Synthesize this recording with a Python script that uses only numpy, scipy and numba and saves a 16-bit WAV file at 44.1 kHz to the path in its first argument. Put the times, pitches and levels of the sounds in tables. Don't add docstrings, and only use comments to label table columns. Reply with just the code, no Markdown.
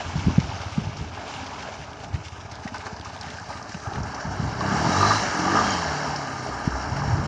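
import sys
import numpy as np
from scipy import signal
from scipy.fft import rfft, irfft
from scipy.io import wavfile
from scipy.ndimage import uniform_filter1d
from numba import njit

SR = 44100
rng = np.random.default_rng(int(sys.argv[2]) if len(sys.argv) > 2 else 0)


def log_audio(samples):
    frames = np.atleast_2d(samples).T
    limited = np.clip(frames, -1, 1)
    pcm = np.round(limited * 32767).astype(np.int16)
    wavfile.write(sys.argv[1], SR, pcm)


def rack_gain(trim_db):
    fader = np.asarray(trim_db, float)
    return 10 ** (fader / 20)


N = 320607
T = np.arange(N) / SR

# t/s, firing rate f/Hz
FIRING_RATE = [(0, 16.4), (1.45, 17.6), (2.05, 15.8), (3.05, 14.35), (3.7, 14.35), (3.89, 16.1),
               (4.29, 18.4), (4.45, 29.3), (4.62, 31.6), (4.74, 34.3), (4.82, 40), (5.06, 50.9),
               (5.17, 53.8), (5.36, 41.5), (5.6, 52.8), (5.65, 51.5), (5.9, 37), (6.13, 36.8), (6.3, 32.8),
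               (6.46, 32), (6.55, 30), (6.93, 33.4), (7.05, 36), (7.27, 37.4)]
# t/s, effort level/dB under full, thud of the drowned exhaust level/dB
THROTTLE = [(0, -21, -38), (1.0, -28, -38.5), (1.6, -41, -53.5), (2.2, -28, -41), (3.7, -22, -45.5),
            (4.1, -23, -50), (4.4, -17.5, -60.5), (4.6, -15.5, -35.5), (4.612, -6.5, -35.5),
            (4.8, -4.5, -42), (4.9, -4, -38), (5.1, -9.5, -30.5), (5.2, -9, -48.5), (5.35, -4.5, -58.5),
            (5.55, -2.5, -46), (5.7, -7.5, -51), (6.0, -11.5, -45.5), (6.6, -12, -48.5), (7.0, -15.5, -45),
            (7.27, -5.5, -41.5)]
# f/Hz, width/Hz, level/dB
PIPE_MODES = [
    (131, 158, -0.5),
    (201, 80, 0),
    (316.5, 107, -1.5),
    (347, 38, -4.5),
    (400, 43, -10),
]
# f/Hz, width/Hz, level/dB
PANEL_MODES = [(980, 120, 3), (1200, 73, 11.5), (1556, 27, 7), (2120, 64, -34), (2820, 120, -26),
               (3040, 60, -21.5), (3930, 86, -9), (4720, 230, -24.5), (5270, 150, -16), (6420, 110, -23.5),
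               (8410, 240, -74.5)]
# t/s, churn level/dB, spray level/dB
WHEEL_WASH = [(0, -35.5, -42), (0.75, -38, -44.5), (1.09, -42, -47.5), (1.15, -36, -45.5),
              (1.62, -37.5, -44), (2.1, -44.5, -51), (2.33, -44, -51), (2.5, -42.5, -53), (2.6, -42, -50),
              (3.8, -41.5, -48.5), (3.97, -37, -48.5), (4.46, -35, -44), (4.6, -32, -42), (4.612, -30, -41),
              (4.8, -26, -35.5), (5.1, -23, -31), (5.22, -27, -32.5), (5.43, -28.5, -36.5),
              (5.57, -25, -32), (5.8, -28, -34.5), (6.44, -34, -44.5), (7.27, -31.5, -44)]
# f/Hz, level/dB
CHURN_TONE = [(110, -33), (180, -6), (269, 2.5), (341, -8), (433, -0.5), (499, -10), (568, -4.5), (839, 2),
              (1080, -3.5), (1700, -2), (1970, -16), (2150, -21), (2400, -19.5), (3120, -41), (5280, -120)]
# f/Hz, level/dB
SPRAY_TONE = [(820, -16), (1400, -2), (1750, 2), (1970, -9.5), (2160, -7.5), (2440, -13.5), (2800, -11.5),
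              (3320, -14), (3580, -13.5), (4040, -13), (5510, -9), (7280, -17.5), (8090, -36),
              (9000, -29.5), (9840, -47), (12800, -81), (21600, -120)]
# peak t/s, churn level/dB, froth level/dB, length/s
BREAKING_WAVES = [(0.0, -41, -39, 0.027), (0.22, -56, -53.5, 0.086), (1.29, -54, -43, 0.016),
                  (2.04, -44, -40.5, 0.0078), (2.15, -53, -42.5, 0.012), (2.26, -60, -47.5, 0.019),
                  (2.55, -52, -41.5, 0.018), (2.69, -66, -48.5, 0.012), (2.765, -37.5, -46, 0.014),
                  (2.81, -71, -51.5, 0.018), (2.87, -47, -37.5, 0.011), (3.06, -41.5, -42, 0.013),
                  (3.28, -54, -41.5, 0.06), (3.52, -43, -54, 0.022), (3.93, -41.5, -51.5, 0.054),
                  (4.15, -57, -49, 0.0048), (4.21, -60, -40.5, 0.0042), (5.03, -36, -47.5, 0.0081),
                  (5.73, -55, -48, 0.036), (6.76, -55, -76, 0.044), (7.11, -61, -59, .03)]
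# t/s, peak level/dB
TINY_DROPS = [(0.0904, -55), (0.8067, -51), (0.9684, -55), (1.0282, -55), (1.2762, -47), (1.4423, -51),
              (1.997, -49), (2.172, -49), (2.5173, -55), (2.7434, -48), (2.866, -50), (3.0451, -54),
              (3.0985, -58), (3.2108, -45), (3.2327, -50), (3.6243, -56), (3.7485, -53), (3.8443, -50.5),
              (3.8718, -53), (3.9266, -54), (3.997, -50), (4.0588, -48), (4.3212, -46), (4.3623, -41.5)]
# peak t/s, rumble level/dB, rise/s, fall/s
GUSTS = [(.17, -26.5, 0.09, .08), (.285, -17.5, 0.016, 0.029), (.388, -23.5, 0.0056, 0.042),
         (.45, -35, 0.04, 0.18), (.78, -23, 0.0097, 0.1), (1.01, -30.5, 0.019, 0.13),
         (1.36, -39.5, .02, 0.082), (1.7, -47, 0.028, 0.032), (6.12, -34, 0.051, 0.057),
         (1.8, -31.5, 0.01, 0.022), (1.9, -40, 0.023, 0.019), (2.152, -31, 0.072, 0.054),
         (3.986, -24.5, 0.047, 0.082), (4.27, -30.5, 0.015, 0.11), (4.44, -27, 0.07, 0.16),
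         (5.25, -32, 0.14, 0.078), (5.64, -33, 0.11, .15), (6.92, -24.5, 0.034, 0.066),
         (7.1, -25.5, 0.057, 0.18), (7.27, -23, 0.093, .1)]
# t/s, peak level/dB, pitch f/Hz, length/cycles
WIND_THUMPS = [(0.154, -14.5, 150, 0.95), (0.2655, -7, 167, 0.8), (0.276, -6.5, 195, 0.27),
               (0.3, -17, 170, 0.55), (0.258, -14, 170, .4), (0.3768, -0.5, 162, 0.55),
               (0.776, -9.5, 167, 0.72), (6.67, -5.5, 141, 0.29), (4.859, -12, 190, 0.39),
               (4.885, -15, 188, .7), (4.719, -17.5, 202, 0.84), (0.867, -16.5, 101, 0.62),
               (2.14, -14, 88, 0.59), (2.649, -23, 207, 0.98), (2.716, -30, 228, 0.94),
               (2.923, -29, 175, 0.97), (3.263, -27.5, 191, 0.53), (3.334, -28.5, 104, 0.33),
               (3.744, -25, 177, 1.2), (3.871, -22, 105, 0.78), (3.978, -20.5, 120, 0.55),
               (4.248, -19, 143, 0.43), (4.269, -21, 117, 0.5), (4.397, -17, 152, 1),
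               (4.421, -18.5, 183, 0.78), (7.128, -14, 108, 2)]
# t/s, peak
# level/dB, pitch f/Hz
HULL_SLAPS = [(0.514, -22, 885), (0.579, -30, 683), (0.634, -22, 814), (1.686, -22.5, 606),
              (2.462, -31, 840), (2.145, -28, 1910), (2.665, -21.5, 775), (2.675, -19.5, 1900),
              (2.866, -25, 1700), (2.744, -22, 990), (2.7445, -18.5, 1520), (2.764, -32, 864),
              (2.959, -26, 965), (3.058, -23, 1230), (3.099, -26, 876), (3.165, -25, 670),
              (3.384, -24, 1580), (0.1646, -23, 890), (1.1748, -24, 850), (6.6, -28, 910),
              (3.503, -24, 840), (4.608, -13, 1120), (6.968, -18.5, 860), (7.019, -19, 1080),
              (3.981, -21, 945), (4.208, -23, 1600), (5.139, -14, 1170), (5.156, -16, 1050),
              (5.705, -21.5, 6700)]
# t/s, peak level/dB, brightest f/Hz
SPLASH_EVENTS = [(0.193, -23.5, 2770), (0.2454, -27.5, 2820), (0.4005, -20.5, 2310), (0.615, -21.5, 2400),
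                 (0.9686, -27.5, 4870), (1.3387, -23.5, 2880), (1.464, -26, 3080), (1.5948, -30, 2350),
                 (1.624, -23.5, 2790), (2.0375, -36, 2850), (2.282, -33.5, 5200), (2.514, -29.5, 3930),
                 (2.677, -23, 2200), (2.7424, -30.5, 2790), (2.8635, -37, 6050), (2.9645, -30, 4720),
                 (3.048, -26, 5560), (3.2116, -25, 4930), (3.2825, -29, 2650), (3.3845, -34.5, 4600),
                 (3.5048, -35, 4960), (3.6253, -28.5, 5400), (3.7437, -23, 2670), (3.934, -26.5, 3870),
                 (4.0316, -26.5, 5370), (4.145, -22, 5700), (4.605, -25, 4320), (5.0655, -20, 4140),
                 (6.16, -20.5, 5560), (6.967, -24, 1510)]
# t/s, peak level/dB, brightest f/Hz
DROP_HITS = [(1.8148, -31, 2190), (1.932, -30.5, 2830), (2.0454, -30, 2200), (2.0837, -41.5, 5980),
             (2.1296, -37, 2990), (2.1416, -29.5, 2400), (2.171, -41, 2970), (2.2136, -35, 2190),
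             (2.2494, -35, 4660), (2.2835, -29.5, 2830), (2.3357, -47, 2690), (2.361, -35, 3310),
             (2.41, -39, 2890), (2.4343, -38, 3460), (2.498, -40.5, 3810), (2.519, -34, 5500),
             (2.5551, -35, 2040), (2.646, -34, 4870), (2.7437, -31, 5030), (2.7607, -34.5, 2010),
             (2.7814, -29, 4030), (2.8659, -33, 2150), (2.9971, -33.5, 2170), (2.553, -39.5, 5100),
             (3.176, -33.5, 4000), (3.575, -34, 5500), (2.812, -36, 4500), (3.147, -34, 4000),
             (3.011, -26.5, 3720), (3.099, -37.5, 3930), (3.164, -30, 2860), (3.2114, -25.5, 4900),
             (3.2321, -27.5, 3500), (3.2638, -30.5, 2220), (3.3032, -25.5, 3410), (3.398, -30, 5430),
             (3.4426, -36.5, 4000), (3.487, -33.5, 4500), (3.5284, -37, 2860), (3.572, -34, 2350),
             (3.693, -31, 5040), (3.8015, -35, 4430), (3.8722, -32.5, 2230), (3.9577, -23.5, 2030),
             (3.9804, -34, 2030), (4.07, -32.5, 2150), (4.1034, -37, 5330), (4.6077, -30, 4550),
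             (5.029, -23.5, 4000)]
# peak t/s, level/dB, rise/s, fall/s
SECOND_ORDER_SWELLS = [
    (4.815, -20.5, 0.03, 0.05),
    (5.03, -30, .05, .05),
    (5.13, -24, 0.075, 0.036),
    (5.92, -30.5, 0.13, 0.073),
    (6.75, -27, 0.23, 0.069),
    (7.15, -32.5, .12, .6),
]
# peak t/s, level/dB, rise/s, fall/s
FOURTH_ORDER_SWELLS = [
    (4.88, -37, 0.43, 0.12),
    (5.62, -29.5, 0.022, 0.085),
    (5.97, -32.5, 0.084, 0.13),
    (6.14, -36.5, 0.084, 0.13),
    (6.97, -40, 0.049, 0.28),
    (7.27, -26.5, 0.18, .1),
]
# order, peak t/s, level/dB, rise/s, fall/s
MIXED_ORDER_SWELLS = [(6, 4.7, -31, .06, .05), (5, 4.885, -29, .03, .03), (3, 5.07, -34, .06, .06),
                      (6, 5.09, -34, .12, .05), (7, 5.04, -35, .12, .06), (8, 5.05, -33, .14, .07),
                      (9, 4.88, -35, .08, .05), (6, 4.9, -33, .07, .06), (3, 4.87, -30, .05, .04),
                      (7, 5.38, -33, .05, .03), (5, 5.42, -28, .04, .03), (7, 5.5, -31, .05, .06),
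                      (6, 5.5, -34, .04, .04), (2, 5.58, -34, .1, .06), (4, 5.06, -35, .1, .1),
                      (5, 5.0, -35, .08, .08), (6, 4.64, -34, .04, .05), (3, 4.68, -34, .08, .06),
                      (4, 4.4, -33, .04, .08), (4, 4.74, -32, .05, .05), (5, 4.74, -33, .05, .04),
                      (4, 5.52, -39, .1, .06), (7, 5.76, -37, .06, .06), (6, 5.7, -38, .05, .06),
                      (8, 6.25, -39, .08, .1), (4, 6.45, -38, .12, .1), (4, 4.52, -34, .06, .05),
                      (4, 5.78, -38, .06, .08), (4, 6.95, -32, .04, .1), (2, 5.76, -39, .05, .08)]
# t/s, level/dB, f/Hz
BELT_WHINE = [(4.85, -70, 3800), (4.95, -37, 3820), (5.01, -34, 3980), (5.07, -34, 4070), (5.12, -34, 4020),
              (5.19, -37, 4030), (5.3, -62, 3950), (5.54, -70, 3320), (5.65, -41, 3200), (5.71, -39, 3150),
              (5.78, -42, 3120), (5.88, -70, 3030)]
# t/s, peak level/dB
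PANEL_RASPS = [(4.945, -17), (4.9669, -11), (5.0092, -9), (5.029, -6), (5.049, -8), (5.0686, -14),
               (5.107, -6.5), (5.122, -10.5), (5.4326, -18), (5.45, -15), (5.4795, -13.5), (5.498, -13.5),
               (5.517, -16), (5.534, -16), (5.552, -11.5), (5.57, -9.5), (5.5887, -10), (5.608, -14.5)]
# t/s, f/Hz, depth/0-1
POND_BOUNCE = [(0, 2770, 0.03), (2.05, 3000, 0.1), (2.11, 3150, .8), (2.2, 3540, 0.8), (2.31, 4250, .8),
               (2.5, 4380, 0.7), (2.53, 2600, 0.6), (2.6, 2600, .5), (2.63, 3260, 0.5), (3.18, 3280, 0.5),
               (3.22, 3300, 0), (3.33, 3500, 0.1), (3.37, 3500, 0.8), (4.5, 3560, 0.6), (7.27, 3550, 0.88)]
# t/s, dip of a dull band/0-1, lift of a bright band/0-1
BIKE_TURN = [
    (0, 0.69, 0),
    (2.4, 0.65, 0),
    (3.8, 0.18, 0),
    (4.4, 0.13, 0),
    (5.0, 0, 0),
    (6.0, 0.03, 0),
    (7.27, 0.22, 0.6),
]
# f/Hz, width/Hz, gain
SIDE_ON_BANDS = [
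    (2150, 200, .5),
    (2480, 200, -.4),
    (2850, 300, .4),
    (4600, 250, .3),
    (5050, 150, -.3),
    (5500, 350, .5),
    (6350, 250, -.3),
    (6850, 250, .4),
]


def read(table):
    s, *columns = np.transpose(table)
    return [np.interp(T, s, c) for c in columns]


def unit(x):
    return x / np.sqrt(np.mean(x ** 2))


@njit
def svf(x, hz, width):
    y, b, l = np.empty(len(x)), 0., 0.
    for i in range(len(x)):
        g, k = np.tan(np.pi * hz[i] / SR), width / hz[i]
        v = (b + g * (x[i] - l)) / (1 + g * (g + k))
        b, l, y[i] = 2 * v - b, l + 2 * g * v, k * v
    return y


def band(x, hz, width_hz):
    return svf(x, np.full(N, 1. * hz), 1. * width_hz)


def band_twice(x, hz, width_hz):
    return band(band(x, hz, width_hz), hz, width_hz)


def noise():
    return rng.standard_normal(N)


def walk(rate):
    k = int(SR / rate)
    held = np.repeat(rng.standard_normal(N // k + 1), k)
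    return 1.4 * uniform_filter1d(uniform_filter1d(held, k), k)[:N]


def colour(x, spectrum):
    hz, db = np.transpose(spectrum)
    f = np.maximum(np.arange(N // 2 + 1) * SR / N, 1)
    return irfft(rfft(x) * rack_gain(np.interp(np.log(f), np.log(hz), db, -90, -90)), N)


def swells(rows):
    gain = np.zeros(N)
    for s, db, rise_s, fall_s in rows:
        gain += rack_gain(db) * np.exp(-np.where(T < s, (s - T) / rise_s, (T - s) / fall_s))
    return gain


def humps(rows, column):
    return sum(rack_gain(row[column]) * np.exp(-((T - row[0]) / row[-1]) ** 2) for row in rows)


def rings(events, rise_s, fade_s, neighbour):
    out = np.zeros(N)
    for (s, db, hz), start in zip(events, rng.random(len(events))):
        late = np.maximum(T - s, 0)
        ring = np.sin(2 * np.pi * hz * late)
        ring = ring + neighbour * np.sin(2 * np.pi * (0.812 * hz * late + start))
        out += rack_gain(db) * (1 - np.exp(-late / rise_s)) * np.exp(-late / fade_s) * ring
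    return out


@njit
def grains(start, hz, cycles, size, glide, n):
    y = np.zeros(n)
    for k in range(len(start)):
        length = cycles * SR / hz[k]
        phase = 0.
        for j in range(min(int(4 * length), n - start[k])):
            phase += 2 * np.pi * hz[k] * (1 + glide * j / length) / SR
            y[start[k] + j] += size[k] * np.exp(-j / length) * np.sin(phase)
    return y


def drops(count, lo_hz, hi_hz, cycles, scatter_db, glide):
    when, pitch, luck = rng.random((count, 3)).T
    hz = lo_hz * (hi_hz / lo_hz) ** pitch
    size = rack_gain(-scatter_db * np.log(1.03 - luck))
    return unit(grains((when * N).astype(np.int64), hz, 1. * cycles, size, 1. * glide, N))


def restless(centres_hz, shared_db, own_db, patchy_db):
    surge = shared_db * walk(11)
    total = np.zeros(N)
    for hz in centres_hz:
        flicker_db = own_db * walk(17) + patchy_db * walk(5)
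        total += rack_gain(surge + flicker_db) * band(noise(), hz, hz / 5)
    return unit(total)


def churn():
    churn_db = read(WHEEL_WASH)[0]
    bubbles = drops(count=2500, lo_hz=540, hi_hz=2214, cycles=4.2, scatter_db=1.9, glide=0.048)
    patchy_db = np.clip(.25 * (-30 - churn_db), .5, 2.4)
    wash = restless(200 * 2 ** np.arange(0, 3.7, 1 / 3), 1.25, 1.75, patchy_db)
    lap = humps(BREAKING_WAVES, column=1)
    return (rack_gain(churn_db + 1.0) + lap) * unit(colour(wash + 0.57 * bubbles, CHURN_TONE))


def spray():
    spray_db = read(WHEEL_WASH)[1]
    foam_db = spray_db - 1.5 + 8.5 * read(BIKE_TURN)[0]
    froth = humps(BREAKING_WAVES, column=2)
    fizz = drops(count=14000, lo_hz=1520, hi_hz=9550, cycles=2.65, scatter_db=3.0, glide=0.037)
    fine = restless(1500 * 2 ** np.arange(0, 2.9, 1 / 3), 0.21, 1.86, .6) + 0.95 * fizz
    fine = fine * rack_gain(np.clip(.25 * (-41 - spray_db), 0, 2.0) * walk(60))
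    foam = unit(band_twice(fine, 2700, 2200))
    high = unit(signal.sosfilt(signal.butter(4, 3500, "high", fs=SR, output="sos"), fine))
    mix = (rack_gain(foam_db + 2.0) + 0.74 * froth) * foam + (rack_gain(spray_db + 6.0) + 0.72 * froth) * high
    mix = colour(mix, SPRAY_TONE)
    mix = mix + (rack_gain(2.6 * walk(70)) - 1) * band_twice(mix, 8800, 2200)
    return 2.446 * mix


def crank():
    hz = read(FIRING_RATE)[0]
    turns = np.cumsum(hz) / SR
    turns = turns - turns[int(2.858 * SR)] + 100
    uneven = 0.034 * np.where(T > 4.5, .4, 1) * walk(20)
    return hz, turns, np.floor(turns + uneven).astype(int)


def per_firing(cycle):
    return rng.standard_normal(600)[cycle]


def firing_pulses(hz, cycle):
    return np.diff(cycle, prepend=cycle[0]) / np.sqrt(hz)


def exhaust_thud(hz, cycle):
    swell = uniform_filter1d(firing_pulses(hz, cycle) * rack_gain(2.2 * per_firing(cycle)), size=200)
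    return rack_gain(read(THROTTLE)[1]) * unit(band(band(swell, 88, 45), 100, 60))


def pipe_bark(hz, turns, cycle):
    effort_db, thud_db = read(THROTTLE)
    speeding_up = uniform_filter1d(np.clip(np.gradient(hz) * SR, -40, 40), size=4000)
    bark_db = -28.5 + 1.045 * effort_db + 0.0979 * speeding_up
    gurgle = noise() * (.4 + np.exp(-(turns % 1) / .4))
    spread_db = 3.2 * np.where((T > 4.5) & (T < 5.2), .4, 1)
    blast = unit(firing_pulses(hz, cycle) * rack_gain(spread_db * per_firing(cycle))) + .36 * gurgle
    boom_db = 0.22 * np.minimum(thud_db + 33.5, 0)
    bark = np.zeros(N)
    for k, (f, w, db) in enumerate(PIPE_MODES):
        bark += (-1) ** k * rack_gain(db + boom_db * (k == 0)) * band_twice(blast, f, 1.28 * w)
    return rack_gain(bark_db) * unit(bark)


def firing_shake(turns, cycle):
    return noise() * rack_gain(4.0 * per_firing(cycle)) * (0.99 + np.exp(-(turns % 1) / 0.3))


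def panel_rattle(shake):
    rattle = sum(rack_gain(db) * band(shake, f, 0.58 * w) for f, w, db in PANEL_MODES)
    return rack_gain(-30 + 0.84 * read(THROTTLE)[0]) * unit(rattle)


def breeze():
    return rack_gain(-47.5 + 2.5 * walk(6)) * unit(band(band(noise(), 75, 90), 90, 200))


def specks():
    crack = np.zeros(N)
    for s, db in TINY_DROPS:
        i = int(s * SR)
        crack[i:i + 600] += rack_gain(db + 2.5) * np.exp(-T[:600] / .0025)
    return band_twice(crack * noise(), 8300, 2400)


def wind():
    rumble = unit(rack_gain(1.4 * walk(28)) * band(band(noise(), 84, 80), 72, 180))
    out = swells(GUSTS) * rack_gain(-1.5) * rumble
    for s, db, hz, cycles in WIND_THUMPS:
        late = T - s - .008
        sag = 1 - 0.1 * np.tanh(late * hz)
        out += rack_gain(db) * np.exp(-(late * hz / cycles) ** 2) * np.cos(2 * np.pi * hz * late * sag)
    return out


def slaps():
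    return 0.66 * rings(HULL_SLAPS, rise_s=0.00034, fade_s=0.0058, neighbour=0.39)


def splashes():
    crack, body, centre_hz = np.zeros(N), np.zeros(N), np.full(N, SPLASH_EVENTS[0][-1] * 1.)
    for (s, db, hz), long in zip(SPLASH_EVENTS, rng.random(len(SPLASH_EVENTS))):
        i = int(s * SR)
        fade = np.exp(-T[:min(4000, N - i)] / (0.006 + 0.0038 * long))
        crack[i:i + len(fade)] += rack_gain(db) * fade
        body[i:i + len(fade)] += rack_gain(db - 7.5) * fade
        centre_hz[i:] = hz
    burst = crack * noise()
    sharp = colour(0.4 * burst + 2.2 * svf(burst, centre_hz, 1800.0), SPRAY_TONE)
    return 1.24 * sharp + 0.19 * body * unit(band(noise(), 1400, 520))


def ticks():
    crack, centre_hz = np.zeros(N), np.full(N, 3000.)
    for s, db, hz in DROP_HITS:
        i = int(s * SR)
        crack[i:i + 1200] += rack_gain(db) * np.exp(-T[:1200] / 0.0022)
        centre_hz[i:] = hz
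    burst = crack * noise()
    broad = .9 * colour(burst, SPRAY_TONE) + 0.079 * band(burst, 10000, 1500)
    return broad + 1.34 * svf(svf(burst, centre_hz, 3000.), centre_hz, 3000.)


def crank_drone(turns):
    wobble = turns + .01 * walk(25)
    drone = swells(SECOND_ORDER_SWELLS) * rack_gain(3.5 * walk(39)) * np.sin(4 * np.pi * wobble)
    drone = drone + swells(FOURTH_ORDER_SWELLS) * rack_gain(1.2 * walk(6.4)) * np.sin(8 * np.pi * wobble)
    for order, *row in MIXED_ORDER_SWELLS:
        drone = drone + swells([row]) * np.sin(2 * np.pi * round(order) * wobble)
    return drone


def belt_whine(shake):
    whine_db, whine_hz = read(BELT_WHINE)
    whine = rack_gain(whine_db) * unit(svf(.3 * shake + noise(), whine_hz, 80.))
    return whine + rack_gain(whine_db - 8.5) * (T < 5.3) * unit(svf(shake, 1.5 * whine_hz, 120.))


def rasps():
    events = [(s, db, 1200 * (1 + 0.018 * rng.standard_normal())) for s, db in PANEL_RASPS]
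    return rings(events, rise_s=0.001, fade_s=0.0073, neighbour=0.42)


def across_pond(far):
    notch_hz, depth = read(POND_BOUNCE)
    dip, lift = read(BIKE_TURN)
    far = far - np.clip(depth, 0, 1) * svf(far, notch_hz, 380.)
    far = far - np.clip(dip, 0, 1) * band(far, 1785, 630) + lift * band(far, 5460, 310)
    side_on = np.interp(T, (3.9, 4.2), [0, 1])
    return far + side_on * sum(gain * band(far, hz, width_hz) for hz, width_hz, gain in SIDE_ON_BANDS)


def scene():
    hz, turns, cycle = crank()
    shake = firing_shake(turns, cycle)
    engine = exhaust_thud(hz, cycle) + pipe_bark(hz, turns, cycle) + panel_rattle(shake)
    engine = engine + crank_drone(turns) + belt_whine(shake) + rasps()
    water = churn() + spray() + slaps() + splashes()
    near = breeze() + specks() + wind() + ticks()
    return (across_pond(engine + water) + near)[None]


def roll_off(x):
    return signal.sosfilt(signal.butter(12, 9990, fs=SR, output="sos"), x)


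def record(dry):
    x = .8 * np.tanh(dry / .8) * np.clip((T[-1] - T) / .01, 0, 1)
    x = signal.sosfiltfilt(signal.butter(2, 50, "high", fs=SR, output="sos"), x)
    x = signal.sosfilt(signal.ellip(6, .3, 60, 9200, fs=SR, output="sos"), x)
    return roll_off(x)


dry = scene()
out = record(dry)
log_audio(out)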